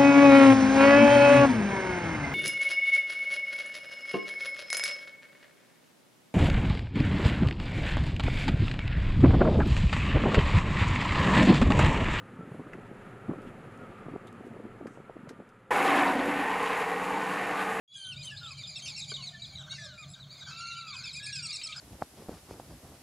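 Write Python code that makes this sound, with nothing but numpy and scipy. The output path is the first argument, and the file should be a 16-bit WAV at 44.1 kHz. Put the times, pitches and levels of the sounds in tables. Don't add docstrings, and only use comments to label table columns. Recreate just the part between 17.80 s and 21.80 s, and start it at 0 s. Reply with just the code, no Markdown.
import sys
import numpy as np
from scipy import signal
from scipy.fft import rfft, irfft
from scipy.io import wavfile
from scipy.ndimage import uniform_filter1d, map_coordinates

SR = 44100
rng = np.random.default_rng(int(sys.argv[2]) if len(sys.argv) > 2 else 0)


def put_to_file(sound):
    columns = np.atleast_2d(sound).T
    safe = np.clip(columns, -1, 1)
    whole_steps = np.round(safe * 32767)
    wavfile.write(sys.argv[1], SR, whole_steps.astype(np.int16))


N = 176400
T = np.arange(N) / SR

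PEEP_DIVE = [-14.5, -5, -8.5, -15, 3]
CHIP_DIVE = [-8.5, 3.5, 3.5, 0, -4]
PEEP_DROP, CHIP_DROP = 0.21, 0.24


def voice(pitch_hz, levels_db, dive=0, dive_db=(0, 0, 0, 0, 0)):
    n = len(pitch_hz)
    jitter, flutter_db, cutoff_hz = 0.006, 0.9, 10100
    phase = 2 * np.pi * np.cumsum(pitch_hz * (1 + jitter * wander(n, 390.5))) / SR
    levels = [*levels_db, levels_db[-1] - 10, levels_db[-1] - 20]
    tone = np.zeros(n)
    for k, (db, change_db) in enumerate(zip(levels, dive_db), 1):
        hz = k * pitch_hz
        treble_rolloff = (hz < SR / 2) * (.06 + .94 / np.sqrt(1 + (hz / cutoff_hz) ** 44))
        flutter = flutter_db * (k + 1.5) * wander(n, 237.8)
        tone += treble_rolloff * amp(db + change_db * dive + flutter) * np.sin(k * phase)
    return np.sqrt(2) * tone


def arch(drop, dive_db, top_s, rise_s, fall_s, top_hz, *levels_db):
    attack_s, release_s = 0.0032, 0.011
    t = np.arange(0, rise_s + fall_s * 1.05 + attack_s / 2, 1 / SR)
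    lead_s = rise_s + attack_s / 2
    width_s = np.where(t < lead_s, max(fall_s, 1.7 * rise_s), fall_s)
    bend = ((t - lead_s) / width_s) ** 2
    tone = voice(top_hz * (1 - drop * bend), levels_db, np.minimum(bend, 1), dive_db)
    return top_s - lead_s, gate(t, attack_s, release_s) * tone


def peeps():
    # top_s, rise_s, fall_s, top_hz, harmonic1_db, harmonic2_db, harmonic3_db
    notes = [(0.409, 0.039, 0.045, 2475, -52.5, -52.5, -71), (0.614, 0.039, 0.03, 2600, -76, -59.5, -83),
             (0.652, 0.021, 0.081, 2510, -66, -62, -62.5), (0.714, 0.0064, 0.028, 2540, -47, -51, -58),
             (0.791, 0.014, 0.039, 2389.0, -52.5, -52.5, -56), (0.877, 0.005, 0.043, 2504, -67, -52, -64),
             (0.888, 0.012, 0.035, 2423, -57.5, -50.5, -56), (1.041, 0.019, 0.065, 3173, -48.5, -49.5, -59),
             (1.09, 0.034, 0.052, 2526, -53.5, -51.5, -53.5), (1.193, 0.014, 0.03, 2520, -49, -49, -49.5),
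             (1.305, 0.023, 0.039, 2436, -55, -45, -50.5), (1.441, 0.017, 0.052, 2236.0, -59, -46.5, -56),
             (1.602, 0.023, 0.098, 2140, -81, -59, -70), (1.74, 0.015, 0.05, 2297, -59.5, -64, -64.5),
             (1.935, 0.024, 0.067, 2840, -56, -56, -80), (1.942, 0.046, 0.034, 2242, -57.5, -50, -56.5),
             (2.038, 0.026, 0.025, 2510, -66, -59, -70), (2.203, 0.025, 0.044, 2458, -50.0, -60.0, -62.5),
             (2.318, 0.035, 0.037, 2570, -80, -62.5, -57.5), (2.528, 0.023, 0.036, 2314, -65, -54.5, -69),
             (2.59, 0.01, 0.034, 2188, -62.0, -57.5, -62), (2.688, 0.011, 0.037, 2277.0, -61.0, -54, -59),
             (2.79, 0.017, 0.035, 2390, -56, -50.5, -55.5), (2.819, 0.011, 0.024, 2840, -50.5, -60.5, -77),
             (2.835, 0.016, 0.034, 2250, -72, -50.5, -61), (2.884, 0.02, 0.044, 2360, -56, -57, -58),
             (2.93, 0.0073, 0.026, 2350, -69, -73, -60.5), (2.985, 0.02, 0.048, 2390, -53, -50.5, -60),
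             (3.086, 0.016, 0.046, 2437, -53.5, -47.5, -62), (3.157, 0.02, 0.062, 2547, -50.5, -63, -60.5),
             (3.183, 0.018, 0.045, 2460.0, -52.5, -48.5, -58),
             (3.247, 0.01, 0.034, 2612, -47, -48.5, -63.5), (3.278, 0.025, 0.032, 2440, -46.5, -48.5, -56),
             (3.381, 0.035, 0.025, 2475, -43.5, -49, -52.5), (3.484, 0.018, 0.031, 2482, -43.5, -47, -54),
             (3.572, 0.013, 0.038, 2570, -45, -41, -53), (3.705, 0.017, 0.031, 2450, -49.0, -42.5, -56.5),
             (3.8, 0.017, 0.038, 2415, -48.5, -48.5, -63), (3.903, 0.015, 0.027, 2410, -47, -55, -60),
             (3.976, 0.014, 0.03, 2535.0, -64.0, -44.5, -54.0)]
    return reflect(arch(PEEP_DROP, PEEP_DIVE, *note) for note in notes)


def chips():
    # top_s, rise_s, fall_s, top_hz, harmonic1_db, harmonic2_db
    notes = [(0.23, 0.006, 0.019, 4420, -54.5, -87), (0.26, 0.01, 0.027, 3550, -51.5, -81),
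             (0.327, 0.006, 0.026, 4340, -53.5, -73), (0.582, 0.01, 0.025, 4380, -51.5, -78),
             (0.641, 0.008, 0.033, 3645, -47.5, -78), (0.845, 0.01, 0.022, 3700, -46, -75),
             (0.967, 0.01, 0.016, 3780, -42, -78), (1.09, 0.01, 0.018, 3750, -45.5, -73),
             (1.232, 0.012, 0.019, 3923, -43.5, -59), (1.307, 0.012, 0.019, 3250, -50, -61),
             (1.352, 0.012, 0.023, 3805, -40.5, -58.5), (1.386, 0.012, 0.065, 3010, -54, -72),
             (1.482, 0.012, 0.019, 4040, -42.5, -66.5), (1.632, 0.012, 0.029, 3960, -46, -69),
             (1.766, 0.012, 0.025, 3985, -45, -81), (1.793, 0.008, 0.035, 3900, -49.5, -64.5),
             (1.919, 0.012, 0.02, 3910, -43, -71), (2.05, 0.01, 0.014, 3880, -53, -59),
             (2.139, 0.006, 0.012, 3750, -57.5, -73), (2.234, 0.006, 0.02, 3730, -52.5, -68.5),
             (2.343, 0.006, 0.014, 3796, -48, -77), (2.408, 0.008, 0.045, 3940, -53.5, -78),
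             (2.621, 0.01, 0.017, 3840, -50, -68), (2.965, 0.014, 0.032, 3050, -51.5, -71),
             (3.137, 0.01, 0.025, 3685, -49, -65), (3.267, 0.01, 0.028, 3623, -49, -68),
             (3.697, 0.01, 0.016, 3610, -54, -68), (3.822, 0.006, 0.026, 3155, -55, -71),
             (3.925, 0.008, 0.016, 3260, -52, -75), (3.935, 0.01, 0.015, 3716, -47.5, -79)]
    return reflect(arch(CHIP_DROP, CHIP_DIVE, *note) for note in notes)


def piercing_peeps():
    # top_s, top_hz, harmonic1_db, harmonic2_db, harmonic3_db
    notes = [(0.97, 2706, -50, -48.5, -56.5), (1.069, 2764, -49.5, -49.5, -69),
             (1.174, 2742, -48.5, -45, -58), (3.342, 2614, -58, -50, -56), (3.44, 2737, -53, -47, -51),
             (3.537, 2790, -50, -43.5, -51.5), (3.638, 2804, -47.5, -42.5, -48.5),
             (3.74, 2754, -51, -43.5, -47), (3.845, 2680, -51, -41, -49)]
    flare = [-11, 1, 1.5, 14, 10]
    drop, rise_s, fall_s = 0.32, 0.0105, 0.035
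    return reflect(arch(drop, flare, top_s, rise_s, fall_s, *tone) for top_s, *tone in notes)


def whistle(*points):
    times, pitches, *harmonics = np.transpose(points)
    t = np.arange(times[0] - .003, times[-1] + .0053, 1 / SR)
    levels = [np.interp(t, times, db) for db in harmonics]
    if len(levels) == 1:
        levels.append(levels[0] - 10)
    pitch_hz = uniform_filter1d(np.interp(t, times, pitches), size=600)
    return t[0], gate(t - t[0], .0065, .009) * voice(pitch_hz, levels)


def whistles():
    # time_s, pitch_hz, level_db of the first one to three harmonics
    near = [
        [(0.08, 3300, -63, -83), (0.124, 3403, -54, -73), (0.17, 3320, -45, -57)],
        [(.135, 2740, -75, -82, -71), (.165, 3205, -51.5, -55.5, -64), (.2, 3146, -46, -58, -60),
         (.245, 3108, -43, -68, -57.5), (.295, 3142, -41, -52, -57.5), (.312, 3040, -42, -74, -66),
         (.335, 2590, -44.5, -49, -62)],
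        [(0.43, 2990, -64, -58, -62), (0.458, 3176, -45, -46.5, -50.5), (0.49, 2950, -41.5, -82, -64),
         (0.504, 2800, -43.5, -56.5, -70), (0.52, 2630, -51, -61, -59)],
        [(0.512, 1663, -52), (0.528, 1746, -46.5), (0.556, 1585, -52.5)],
        [(0.61, 1414, -58), (0.618, 1430, -51), (0.676, 1321, -52), (0.735, 1050, -61.5)],
        [(1.97, 1992, -78, -67, -61), (1.986, 2070, -51, -59, -59), (2.046, 1866, -105, -48, -53.5),
         (2.07, 1730, -58, -55, -54)],
        [(2.71, 1301, -53, -58, -60), (2.76, 1335, -48, -55, -54), (2.82, 1371, -45, -51, -53),
         (2.92, 1376, -52.5, -45.5, -69), (2.99, 1372, -43.5, -55, -73), (3.05, 1330, -46.5, -53.5, -75),
         (3.1, 1252, -51.5, -55, -70), (3.135, 1147, -52.5, -49, -68), (3.16, 987, -52, -75, -57)],
    ]
    # time_s, pitch_hz, level_db
    pure = [
        [(0.16, 1617, -63), (0.196, 1588, -69.5), (0.272, 1505, -61), (0.37, 1445, -66)],
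        [(1.37, 1080, -70), (1.392, 1100, -59.5), (1.42, 1027, -63)],
        [(1.52, 1854, -77), (1.55, 1764, -50.5), (1.585, 1740, -67)],
        [(1.98, 1780, -56), (1.988, 1773, -50), (2.064, 1643, -57), (2.146, 1403, -62.5), (2.178, 1364, -67.5),
         (2.226, 1226, -58), (2.28, 1140, -77)],
        [(2.02, 696, -66.5), (2.068, 578, -58), (2.09, 562.7, -77)],
        [(3.4, 1647, -58), (3.41, 1666, -54.5), (3.478, 1693, -53), (3.546, 1635, -57.5), (3.622, 1412, -61.5),
         (3.724, 1173, -66.5), (3.76, 1255, -65)],
        [(3.86, 1303, -65), (3.884, 1280, -59.5), (3.94, 1230, -57.5)],
    ]
    return (amp(-1.06) * reflect(whistle(*contour) for contour in near)
            + amp(2.9) * reflect(whistle(*contour) for contour in pure))


def chirps():
    # start_s, length_s, first_hz, last_hz, harmonic1_db, harmonic2_db
    notes = [(0.163, 0.038, 3670, 4040, -63, -59.5), (0.359, 0.03, 3440, 3940, -44.5, -64),
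             (0.409, .045, 3350, 4450, -47, -64), (0.426, 0.038, 3300, 3950, -67, -51),
             (0.466, 0.022, 3410, 3940, -40.5, -72), (0.563, .036, 3340, 4210, -44, -63.5),
             (0.661, 0.043, 3476, 4060, -45.5, -61), (0.769, 0.051, 4050, 4670, -53, -66)]
    out = np.zeros(N)
    for start_s, length_s, first_hz, last_hz, *levels_db in notes:
        t = np.arange(0, length_s, 1 / SR)
        pitch_hz = first_hz + (last_hz - first_hz) * np.sin(np.pi / 2 * t / length_s)
        out += reflect([(start_s, gate(t, .0077, .03) * voice(pitch_hz, levels_db))])
    return out


def rasps():
    # start_s, length_s, level_db
    bursts = [(1.777, 0.057, -56), (1.856, 0.041, -53), (1.91, 0.036, -47), (2.342, 0.071, -60.5),
              (2.609, 0.035, -53), (2.656, 0.07, -49), (3.116, 0.16, -57), (3.94, 0.087, -49.5)]
    # frequency_hz, gain_db
    throat = [(300, -21), (900, 4.5), (1250, 7.5), (1550, 23.5), (1900, -15.5), (2400, -35), (3200, 13),
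              (4400, -32.5), (5400, 5), (7000, -0.5), (11000, -82)]
    out = np.zeros(N)
    for start_s, length_s, db in bursts:
        t = np.arange(0, length_s, 1 / SR)
        puffs = rng.standard_normal(N)[:len(t)] * amp(wander(len(t), 237))
        out += reflect([(start_s, amp(db) * gate(t, .026, .01) * colour(puffs, throat))])
    return out


def squeaks():
    # start_s, length_s, level_db
    bursts = [(3.711, 0.014, -38), (3.812, 0.015, -38), (3.922, 0.016, -39)]
    # frequency_hz, gain_db
    throat = [(1500, -23), (2400, 8.5), (2750, 12.5), (3150, -13), (3400, -25), (3700, 17.5), (4500, -4),
              (5500, -20), (6400, -2), (8000, -35), (12000, -42)]
    out = np.zeros(N)
    for start_s, length_s, db in bursts:
        t = np.arange(0, length_s, 1 / SR)
        noise = rng.standard_normal(N)[:len(t)]
        out += reflect([(start_s, amp(db) * gate(t, .0067, .012) * colour(noise, throat))])
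    return out


def knock(start_s=1.3165, attack_s=0.003):
    # frequency_hz, level_db, t60_s
    modes = [(426, -39, 0.049), (623, -46, 0.048), (1160, -40.5, 0.039), (1505, -36.5, 0.04),
             (2290, -38, 0.035)]
    t = np.arange(0, .15, 1 / SR)
    ring = sum(amp(db - 60 * t / t60) * np.sin(2 * np.pi * hz * t) for hz, db, t60 in modes)
    out = np.zeros(N)
    add(out, start_s, np.minimum(t / attack_s, 1) * ring)
    return out


def reflect(calls, spread_s=0.04):
    out = np.zeros(N)
    for start_s, call in calls:
        add(out, start_s, call)
        for lateness, polarity in rng.random((8, 2)):
            gain = amp(-16) * np.sign(polarity - .5) * np.exp(-lateness)
            add(out, start_s + .002 + spread_s * lateness, gain * call)
    return out


def marsh(sound):
    # frequency_hz, t60_s
    decay = [(300, 0.99), (1400, 1), (4000, 0.56), (7000, 1), (11000, 0.9)]
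    taps = rng.choice([-1., 1.], SR) * (rng.random(SR) < .06) * (T[:SR] > .012)
    hz, t, spectrum = signal.stft(taps, SR, nperseg=256)
    damping = amp(-60 * t / at_frequency(decay, hz)[:, None])
    tail = signal.istft(spectrum * damping, SR, nperseg=256)[1]
    return signal.fftconvolve(sound, tail / np.linalg.norm(tail))[:N]


def flock(calls_per_s=44, spread_db=12):
    # time_s, level_db
    levels = [(0, -60), (.15, -46.5), (.4, -57.5), (.9, -49), (1.1, -47.5), (1.4, -50.5), (1.6, -51.5),
              (2, -55), (2.4, -60.5), (2.6, -53), (2.9, -49.5), (3.3, -48.5), (3.6, -46), (4, -49.5)]
    # frequency_hz, gain_db
    response = [(1500, -14), (2300, 9), (2800, 4), (3400, 8.5), (3800, 18.5), (4700, 8), (5600, 8.5),
                (6500, 6), (7500, 3.5), (8600, -19), (9700, 5), (11500, -21)]
    calls = np.zeros(N)
    for i, (when, kind, pitch, length, loud) in enumerate(rng.random((int(calls_per_s * N / SR), 5))):
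        top_s = (i + when) / calls_per_s
        db = spread_db * loud
        if kind < .7:
            fall_s, top_hz = .04 + .03 * length, 2100 + 400 * pitch
            add(calls, *arch(PEEP_DROP, PEEP_DIVE, top_s, .02, fall_s, top_hz, db - 6, db, db - 5))
        else:
            fall_s, top_hz = .024 + .025 * length, 3100 + 900 * pitch
            add(calls, *arch(CHIP_DROP, CHIP_DIVE, top_s, .012, fall_s, top_hz, db, db - 12))
    return colour(calls + amp(-5) * marsh(calls), response) * envelope(levels)


def far_birds(count=40, low_hz=619.4, high_hz=899.7):
    # time_s, level_db
    levels = [(0, -70.5), (1, -70), (1.7, -66.5), (2.5, -66.5), (3, -82.5), (4, -73.5)]
    calls = np.zeros(N)
    for i, (when, pitch, length, glide) in enumerate(rng.random((count, 4))):
        start_s = (i + when) / count * T[-1]
        end_s = start_s + .0592 + .0995 * length
        first_hz = low_hz * (high_hz / low_hz) ** (pitch ** 2)
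        last_hz = first_hz * (1.05 - .22 * glide)
        add(calls, *whistle((start_s, first_hz, 0), (end_s, last_hz, -4)))
    return unit(.5 * calls + marsh(calls)) * envelope(levels)


def wind(air_db=-65.5):
    # frequency_hz, gain_db
    rumble_spectrum = [(20, -42), (33, -42), (50, -22), (70, -8), (110, -4), (125, -3.5), (137, 5.5),
                       (158, -5.5), (200, -11.5), (260, -24), (400, -37.5), (1000, -76)]
    # time_s, level_db
    swells = [(0.1, -66), (0.18, -47), (0.21, -64), (0.35, -48), (0.59, -53.5), (2.13, -52), (2.2, -58.5),
              (2.32, -47.5), (2.36, -68), (2.39, -52), (2.62, -62), (2.66, -52.5), (2.86, -56), (3.67, -52),
              (3.75, -64.5), (4.0, -55.5)]
    # frequency_hz, gain_db
    air_spectrum = [(20, 2), (250, 5.5), (380, -3.5), (520, -1), (660, 2), (850, -4.5), (1200, 1.5),
                    (1800, -5), (4000, -10), (8000, -18), (11000, -19), (16000, -19.5)]
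    rumble = colour(rng.standard_normal(N), rumble_spectrum) * envelope(swells) * amp(1.2 * wander(N, 16))
    air = colour(rng.standard_normal(N), air_spectrum) * amp(air_db + 2.2 * wander(N, 15))
    return rumble + air


def amp(db):
    return 10 ** (np.asarray(db) / 20)


def unit(x):
    return x / np.sqrt(np.mean(x ** 2) + 1e-20)


def envelope(points):
    return amp(np.interp(T, *np.transpose(points)))


def at_frequency(points, hz):
    frequencies, values = np.transpose(points)
    return np.interp(np.log(hz + 1), np.log(frequencies + 1), values)


def colour(x, points):
    gain = amp(at_frequency(points, np.fft.rfftfreq(len(x), 1 / SR)))
    return unit(irfft(rfft(x) * gain, len(x)))


def wander(n, rate_hz):
    return map_coordinates(rng.standard_normal(600), [np.arange(n) * rate_hz / SR], order=2, mode="wrap")


def gate(t, attack_s, release_s):
    rise = np.sin(np.pi / 2 * np.clip(t / attack_s, 0, 1))
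    fall = np.sin(np.pi / 2 * np.clip((t[-1] - t) / release_s, 0, 1))
    return rise * fall


def add(mix, start_s, sound):
    part = mix[max(round(start_s * SR), 0):][:len(sound)]
    part += sound[:len(part)]


def scene():
    ducks = amp(.66) * peeps() + amp(2.66) * chips() + piercing_peeps()
    ducks += chirps() + rasps() + squeaks() + whistles()
    silent_s, fade_s, echo_db = 0.075, 0.26, -13.5
    background = (flock() + far_birds() + wind()) * np.clip((T - silent_s) / fade_s, 0, 1)
    blow = knock()
    mono = ducks + blow + amp(echo_db) * marsh(ducks + .5 * blow) + background
    return np.array([mono, mono])


def record(dry):
    lowpass = signal.firwin(511, 15800, window=("kaiser", 9), fs=SR)
    return signal.oaconvolve(dry, lowpass[None], "same")


dry = scene()
out = record(dry)
put_to_file(out)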